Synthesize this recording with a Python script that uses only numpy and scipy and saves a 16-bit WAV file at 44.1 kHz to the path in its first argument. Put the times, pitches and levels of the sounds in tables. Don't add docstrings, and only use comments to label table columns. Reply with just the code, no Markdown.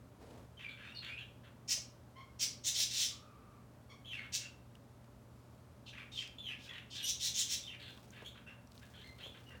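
import sys
import numpy as np
from scipy import signal
from scipy.fft import rfft, irfft
from scipy.io import wavfile

SR = 44100
rng = np.random.default_rng(int(sys.argv[2]) if len(sys.argv) > 2 else 0)


def int16_out(signal):
    q = np.round(np.clip(np.atleast_2d(signal).T, -1, 1) * 32767)
    wavfile.write(sys.argv[1], SR, q.astype(np.int16))


N = 423360
T = np.arange(N) / SR

# f/Hz, level/dB
THROAT_COLOUR = [(700, -34), (1200, -29.5), (1700, -16), (2400, -6.5), (3400, -5), (5600, 0.5),
                 (7000, -2.5), (8200, -8), (10000, -15), (12300, -23.5), (14700, -15.5), (17000, -25.5)]
# upper (beak) f/Hz, lower (throat) f/Hz
RING_PAIRS = [(4000, 2970), (5700, 3730), (7000, 3500)]
# level/dB, rise t/s
SQUAWK_RISE = [(-39, 0.0084), (-28.5, 0.031)]
# start t/s, length t/s, level/dB, throat boost/dB, beak f/Hz, beak boost/dB, treble/dB
SQUAWKS = [(1.675, 0.066, -30, -3.5, 5840, 8, -2), (2.389, .057, -31, -1.5, 5360, 4, -4),
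           (2.634, 0.068, -31.5, 9, 6500, 11, 5.5), (2.732, .11, -30.5, 10.5, 5440, 5.5, 3.5),
           (2.895, 0.17, -32.5, 9, 5800, 3, -2.5), (4.319, 0.048, -32.5, 3, 5460, 2, -10),
           (5.858, 0.044, -49.5, 18, 4000, 17, -16), (6.115, 0.12, -49, 12, 4500, 7.5, -16),
           (6.582, 0.093, -56.5, 17, 4700, 5, 1), (6.9, 0.086, -45.5, 15.5, 4430, 8, -14),
           (7.041, 0.073, -32.5, 18.5, 6070, 16, 8), (7.191, 0.096, -33.5, 13, 5900, 6, 4.5),
           (7.335, 0.094, -31.5, 12, 6700, 11, 4.5), (7.479, 0.071, -33.5, 8, 6170, 5.5, 1)]
def squawks(count=12288, rattle=0.32, rattle_rate=380, throat_width_hz=400, beak_width_hz=700, slide=0.058):
    out, t = np.zeros(N), np.arange(count) / SR
    for start, length, db, throat_db, beak_hz, beak_db, treble_db in SQUAWKS:
        rise = np.interp(db, *np.transpose(SQUAWK_RISE))
        throat_hz = np.interp(beak_hz, *np.transpose(RING_PAIRS))
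        rattling = rng.standard_normal(count) * np.exp(rattle * np.tanh(waver(count, rattle_rate)))
        voice = colour(rattling, THROAT_COLOUR)
        boost = lambda f: undb(throat_db * bell(f, throat_hz, throat_width_hz)
                               + beak_db * bell(f, beak_hz, beak_width_hz))
        higher = unit(shape(voice, lambda f: boost(f * (1 - slide))))
        lower = unit(shape(voice, lambda f: boost(f * (1 + slide))))
        blend = .5 + .5 * np.tanh(2 * waver(count, 23))
        rasp = unit(blend * higher + (1 - blend) * lower)
        swell_db = np.interp(t / length, [0, 0.68, 1], [-10, 0, -4])
        effort = undb(swell_db) * np.sqrt(gate(t, length, rise, fall=0.015))
        treble = shape(rasp, lambda f: np.interp(f, [7000, 10000], [0, 1]))
        treble_gain = 0.58 + undb(treble_db) * effort
        add(out, start, undb(db) * effort * (rasp - treble + treble_gain * treble))
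    return out


# start t/s, length t/s, start f/Hz, glide f/Hz, level/dB, overtone level/dB
CHIRPS = [(0.568, 0.03, 3190, -190, -57, -16), (0.638, 0.059, 2392, -66, -45, -23),
          (0.784, 0.093, 1380, 538, -58, -4), (0.831, 0.071, 2310, 335, -54.5, -15),
          (0.867, .044, 3460, 252, -57.5, -15), (0.915, 0.064, 2780, 150, -56, -13),
          (0.946, 0.049, 4574, -360, -45, -29), (1.079, 0.07, 2263, 306, -46.5, -17),
          (1.161, .054, 2600, 261, -51, -30), (4.165, .042, 2335, -300, -44.5, -16),
          (5.965, 0.052, 2550, -230, -53.5, -18), (6.167, 0.031, 3230, -85, -39, -33),
          (6.38, .028, 3430, 130, -48, -20), (6.686, 0.028, 3440, -100, -48, -17),
          (6.978, 0.039, 1640, -100, -60, -8), (7.023, 0.042, 2880, 92, -34, 7.5),
          (8.243, 0.049, 3120, 547, -51, -8.5), (9.036, 0.069, 2120, -55, -57, -2.5),
          (9.226, 0.052, 3080, 505, -48, -15), (9.457, .07, 2935, -180, -59, -15)]
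def chirps(count=8192):
    out, t = np.zeros(N), np.arange(count) / SR
    for start, length, hz, glide_hz, db, octave_db in CHIRPS:
        pitch = np.interp(t, [0, length], [hz, hz + glide_hz])
        jitter_hz = 45 + 0.37 * abs(glide_hz)
        add(out, start, undb(db) * syrinx(pitch, jitter_hz, length, octave_db))
    return out


# start t/s, length t/s, top f/Hz, end f/Hz, level/dB
FALLING_WHISTLES = [(4.044, 0.12, 3295, 2603, -46.5), (6.113, 0.12, 3733, 2338, -47),
                    (6.42, .116, 3330, 2250, -44), (7.617, 0.14, 3540, 2397, -49)]
def falling_whistles(count=12288, lift_hz=173, step_hz=105.3, step_rate=27):
    out, t = np.zeros(N), np.arange(count) / SR
    for start, length, top_hz, end_hz, db in FALLING_WHISTLES:
        progress = np.clip(t / length, 0, 1)
        hz = np.interp(progress, [0, .24, 1], [top_hz - lift_hz, top_hz, end_hz])
        hz += step_hz * np.tanh(2 * waver(count, step_rate))
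        swell_db = np.interp(progress, [0, .5], [-7.5, 0])
        jitter_hz = np.interp(progress, [0, 1], [109, 302])
        add(out, start, undb(db + swell_db) * syrinx(hz, jitter_hz, length, overtone_db(hz)))
    return out


# start t/s, length t/s, f/Hz, jitter f/Hz, level/dB
MUTTERS = [(0.587, 0.063, 2642, 473, -52), (0.682, 0.058, 3490, 332, -55.5),
           (0.765, 0.15, 2475, 406, -57.5), (1.016, 0.087, 2943, 564, -49),
           (1.178, 0.063, 3280, 302, -53.5), (1.431, 0.056, 2390, 850, -62), (4.209, .06, 2440, 603, -54.5),
           (4.404, 0.0655, 2720, 221, -51.5), (5.924, 0.11, 2397, 420, -53), (6.651, 0.072, 2530, 220, -58),
           (6.689, 0.079, 1905, 230, -55), (6.728, 0.064, 2806, 500, -50), (6.947, 0.094, 3410, 443, -45),
           (7.791, 0.12, 3473, 604, -52), (8.117, .11, 2640, 640, -59), (8.34, 0.053, 2650, 840, -61.5),
           (8.46, 0.051, 2720, 170, -55), (8.486, 0.056, 1993, 614, -62.5), (8.813, 0.033, 2614, 915, -60),
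           (8.932, .098, 3260, 454, -58), (9.183, 0.044, 3130, 704, -54.5), (9.34, .04, 2970, 845, -57.5),
           (9.5, 0.054, 1800, 402, -60)]
def mutters(count=8192, sag_hz_per_s=1490, low_hz=1606, low_jitter_hz=180, low_db=-65.5):
    out, t = np.zeros(N), np.arange(count) / SR
    for start, length, hz, jitter_hz, db in MUTTERS:
        upper_pitch = hz - sag_hz_per_s * (np.minimum(t, length) - length / 2)
        upper = syrinx(upper_pitch, jitter_hz, length, overtone_db(hz))
        lower_pitch = low_hz * np.exp(0.0597 * waver(count, 12.5))
        lower = syrinx(lower_pitch, low_jitter_hz, length, overtone_db(low_hz))
        add(out, start, undb(db) * upper + undb(low_db) * lower)
    return out


# multiple of the pitch, level/dB
PEEP_HARMONICS = [(1, 4.5), (2, 2), (3, -5), (4, -12), (5, -17), (6, -26), (8, -39)]
# start t/s, end t/s, start f/Hz, end f/Hz, jitter f/Hz, level/dB, tilt per harmonic/dB
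PEEPS = [(2.15, 2.225, 1034, 1079, 42, -54, 1), (3.101, 3.625, 1210, 1176, 93, -68.5, -9),
         (3.888, 3.947, 1086, 1060, 40.8, -55, 3)]
def peeps(count=32768, arch_hz=35, jitter_rate=420, wobble_hz=18.2, wobble_rate=15):
    out, t = np.zeros(N), np.arange(count) / SR
    for start, end, start_hz, end_hz, jitter_hz, db, tilt_db in PEEPS:
        progress = np.clip(t / (end - start), 0, 1)
        hz = start_hz + (end_hz - start_hz) * progress + arch_hz * np.sin(np.pi * progress)
        hz += jitter_hz * waver(count, jitter_rate) + wobble_hz * waver(count, wobble_rate)
        phase = 2 * np.pi * np.cumsum(hz) / SR
        tone = sum(undb(level + tilt_db * k) * np.sin(k * phase) for k, level in PEEP_HARMONICS)
        tone *= np.exp(0.15 * waver(count, 90) + 0.29 * waver(count, wobble_rate))
        add(out, start, undb(db) * unit(tone) * gate(t, end - start, rise=0.025, fall=0.02))
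    return out


def syrinx(hz, jitter_hz, length, octave_db, buzz_hz=760, jitter_rate=480, flutter_rate=170):
    count = len(hz)
    buzz_pitch = buzz_hz * np.exp(0.1298 * waver(count, 8.05) + 0.059 * waver(count, 253))
    buzz = np.sin(2 * np.pi * np.cumsum(buzz_pitch) / SR)
    shake = 1.29 * buzz + 0.606 * waver(count, jitter_rate)
    phase = 2 * np.pi * np.cumsum(hz + jitter_hz * shake) / SR
    overtones = np.sin(2 * phase) + undb(-10) * (np.sin(3 * phase) + 0.65 * np.sin(4 * phase))
    flutter = np.exp(0.46 * waver(count, flutter_rate))
    tone = (np.sin(phase) + undb(octave_db) * overtones) * flutter
    return unit(tone) * gate(np.arange(count) / SR, length, rise=0.0095, fall=0.013)


def overtone_db(hz):
    return -14.5 - 2 * np.log2(hz / 3000)


# f/Hz, level/dB
BEAK_COLOUR = [(700, -5), (1100, 0), (1450, 0.5), (4200, -1.5), (5200, -9), (7000, -6.5), (11000, -3.5),
               (14500, 2), (17000, 2)]
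def parrot():
    whistled = chirps() + falling_whistles() + mutters()
    return colour(whistled, BEAK_COLOUR) + peeps() + squawks()


# t/s, level/dB (before the gain), ring f/Hz
CLAW_TICKS = [(4.7531, -47, 3100), (5.0428, -54, 2000), (6.276, -41, 3150), (7.976, -46, 3210),
              (8.1057, -45, 6700), (8.6727, -52.5, 5600), (8.719, -49, 4200), (8.778, -42.5, 4020),
              (8.7964, -52, 5820)]
# t/s, level/dB (before the gain), ring f/Hz
PAW_BUMPS = [(1.773, -57.5, 600), (2.79, -57, 664), (7.975, -61, 1100), (8.221, -52.5, 450),
             (9.26, -53.5, 430), (9.548, -59, 398)]
def toy_taps(tick_gain_db=-2, bump_gain_db=7):
    out = np.zeros(N)
    for start, db, hz in CLAW_TICKS:
        add(out, start, undb(db + tick_gain_db) * tap(hz, width_hz=920, decay_s=.002))
    for start, db, hz in PAW_BUMPS:
        add(out, start, undb(db + bump_gain_db) * tap(hz, width_hz=180, decay_s=0.017))
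    return out


def tap(hz, width_hz, decay_s, count=4096):
    contact = rng.standard_normal(count) * np.exp(-np.arange(count) / SR / decay_s)
    ring = signal.lfilter(*signal.iirpeak(hz, hz / width_hz, fs=SR), contact)
    return ring / np.abs(ring).max()


# f/Hz, level/dB
FUR_COLOUR = [(100, -5), (250, -1.5), (500, 0), (800, -6), (1400, -16.5), (3000, -20.5), (8000, -28.5),
              (16000, -38)]
# start t/s, length t/s, level/dB
FUR_STROKES = [(0.17, 0.27, -57.5), (7.85, 0.42, -69.5), (8.85, 0.72, -70), (9.18, 0.15, -73)]
def fur_brushes():
    swish = colour(rng.standard_normal(N), FUR_COLOUR) * np.exp(0.15 * waver(N, 65))
    return unit(swish) * movements(FUR_STROKES, rise=0.069, fall=0.18)


# f/Hz, level/dB
CRACKLE_COLOUR = [(800, -12), (2500, 3), (5500, 2), (9000, -4), (14000, -8), (17000, -2)]
# start t/s, length t/s, level/dB
PAW_SHIFTS = [(5.3, 0.34, -80), (7.85, 0.35, -70), (8.65, 0.39, -70.5), (9.0, 0.97, -72.5)]
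def carpet_crackle(snaps_per_s=700, decay_s=0.0024, count=256):
    snaps = (rng.random(N) < snaps_per_s / SR) * undb(2.5 * np.minimum(rng.exponential(size=N), 4))
    fade = np.exp(-np.arange(count) / SR / decay_s)
    clicks = colour(signal.fftconvolve(snaps, fade)[:N] * rng.standard_normal(N), CRACKLE_COLOUR)
    patches = np.exp(0.21 * waver(N, 12))
    return unit(clicks * patches) * movements(PAW_SHIFTS, rise=0.085, fall=0.23)


def room_echo(x, fade_times_s=(0.38, 0.31, 0.25), build_s=0.0014, count=22050):
    t, noise, tail = np.arange(count) / SR, rng.standard_normal(count), 0
    for share, fade_s in zip(np.eye(3), fade_times_s):
        band = shape(noise, lambda f: np.interp(f, [2000, 5500, 12000], share))
        tail = tail + band * np.exp(-np.log(1000) * t / fade_s)
    tail *= 1 - np.exp(-t / build_s)
    response = tail / np.linalg.norm(tail)
    response[0] = 1
    return signal.fftconvolve(x, response / np.linalg.norm(response))[:N]


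# f/Hz, width f/Hz, level/dB
HUM_AND_RUMBLE = [(119.9, 1, -62.5), (82, 16, -68), (57, 4.7, -78), (234.6, 46, -69), (584, 37, -74)]
# f/Hz, level/dB
AIR_COLOUR = [(15, -64), (25, -42), (63, -6.5), (122, -8.5), (147, -10), (234, -9.5), (316, -16.5),
              (439, -16.5), (476, -18), (593, -20), (1200, -23), (1860, -31.5), (2320, -33.5), (2730, -35),
              (17000, -45)]
def background(hum_waver=0.11, air_db=-61):
    (hz, _, db), *rumbles = HUM_AND_RUMBLE
    out = undb(db) * unit(np.sin(2 * np.pi * hz * T) * (1 + hum_waver * waver(N, 2.2)))
    for hz, width, db in rumbles:
        out += undb(db) * unit(shape(rng.standard_normal(N), lambda f: bell(f, hz, width)))
    return out + undb(air_db) * unit(colour(rng.standard_normal(N), AIR_COLOUR))


def undb(db):
    return 10 ** (np.asarray(db) / 20)


def unit(x):
    return x / np.sqrt(np.mean(x ** 2) + 1e-20)


def add(out, start, x):
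    i = max(int(start * SR), 0)
    out[i:i + len(x)] += x[:max(len(out) - i, 0)]


def shape(x, gain):
    f = np.arange(len(x) // 2 + 1) * SR / len(x) + 1e-3
    return irfft(rfft(x) * gain(f), len(x))


def colour(x, points):
    hz, db = np.transpose(points)
    return shape(x, lambda f: undb(np.interp(np.log(f), np.log(hz), db)))


def bell(f, hz, width):
    return 1 / (1 + ((f - hz) / width) ** 2)


def waver(count, rate):
    return unit(shape(rng.standard_normal(count), lambda f: bell(f, 0, rate)))


def gate(t, length, rise, fall):
    return np.sin(np.pi / 2 * np.clip(t / rise, 0, 1) * np.clip((length - t) / fall + .5, 0, 1)) ** 2


def movements(rows, rise, fall):
    return sum(undb(db) * gate(T - start, length, rise, fall) for start, length, db in rows)


def scene():
    bird = room_echo(parrot())
    kitten = fur_brushes() + carpet_crackle() + toy_taps()
    return (bird + kitten + background())[None]


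def record(dry, low_hz=30, top_hz=17150):
    heard = signal.sosfilt(signal.butter(2, low_hz, "high", fs=SR, output="sos"), dry)
    return signal.sosfilt(signal.ellip(10, .2, 70, top_hz, fs=SR, output="sos"), heard)


dry = scene()
out = record(dry)
int16_out(out)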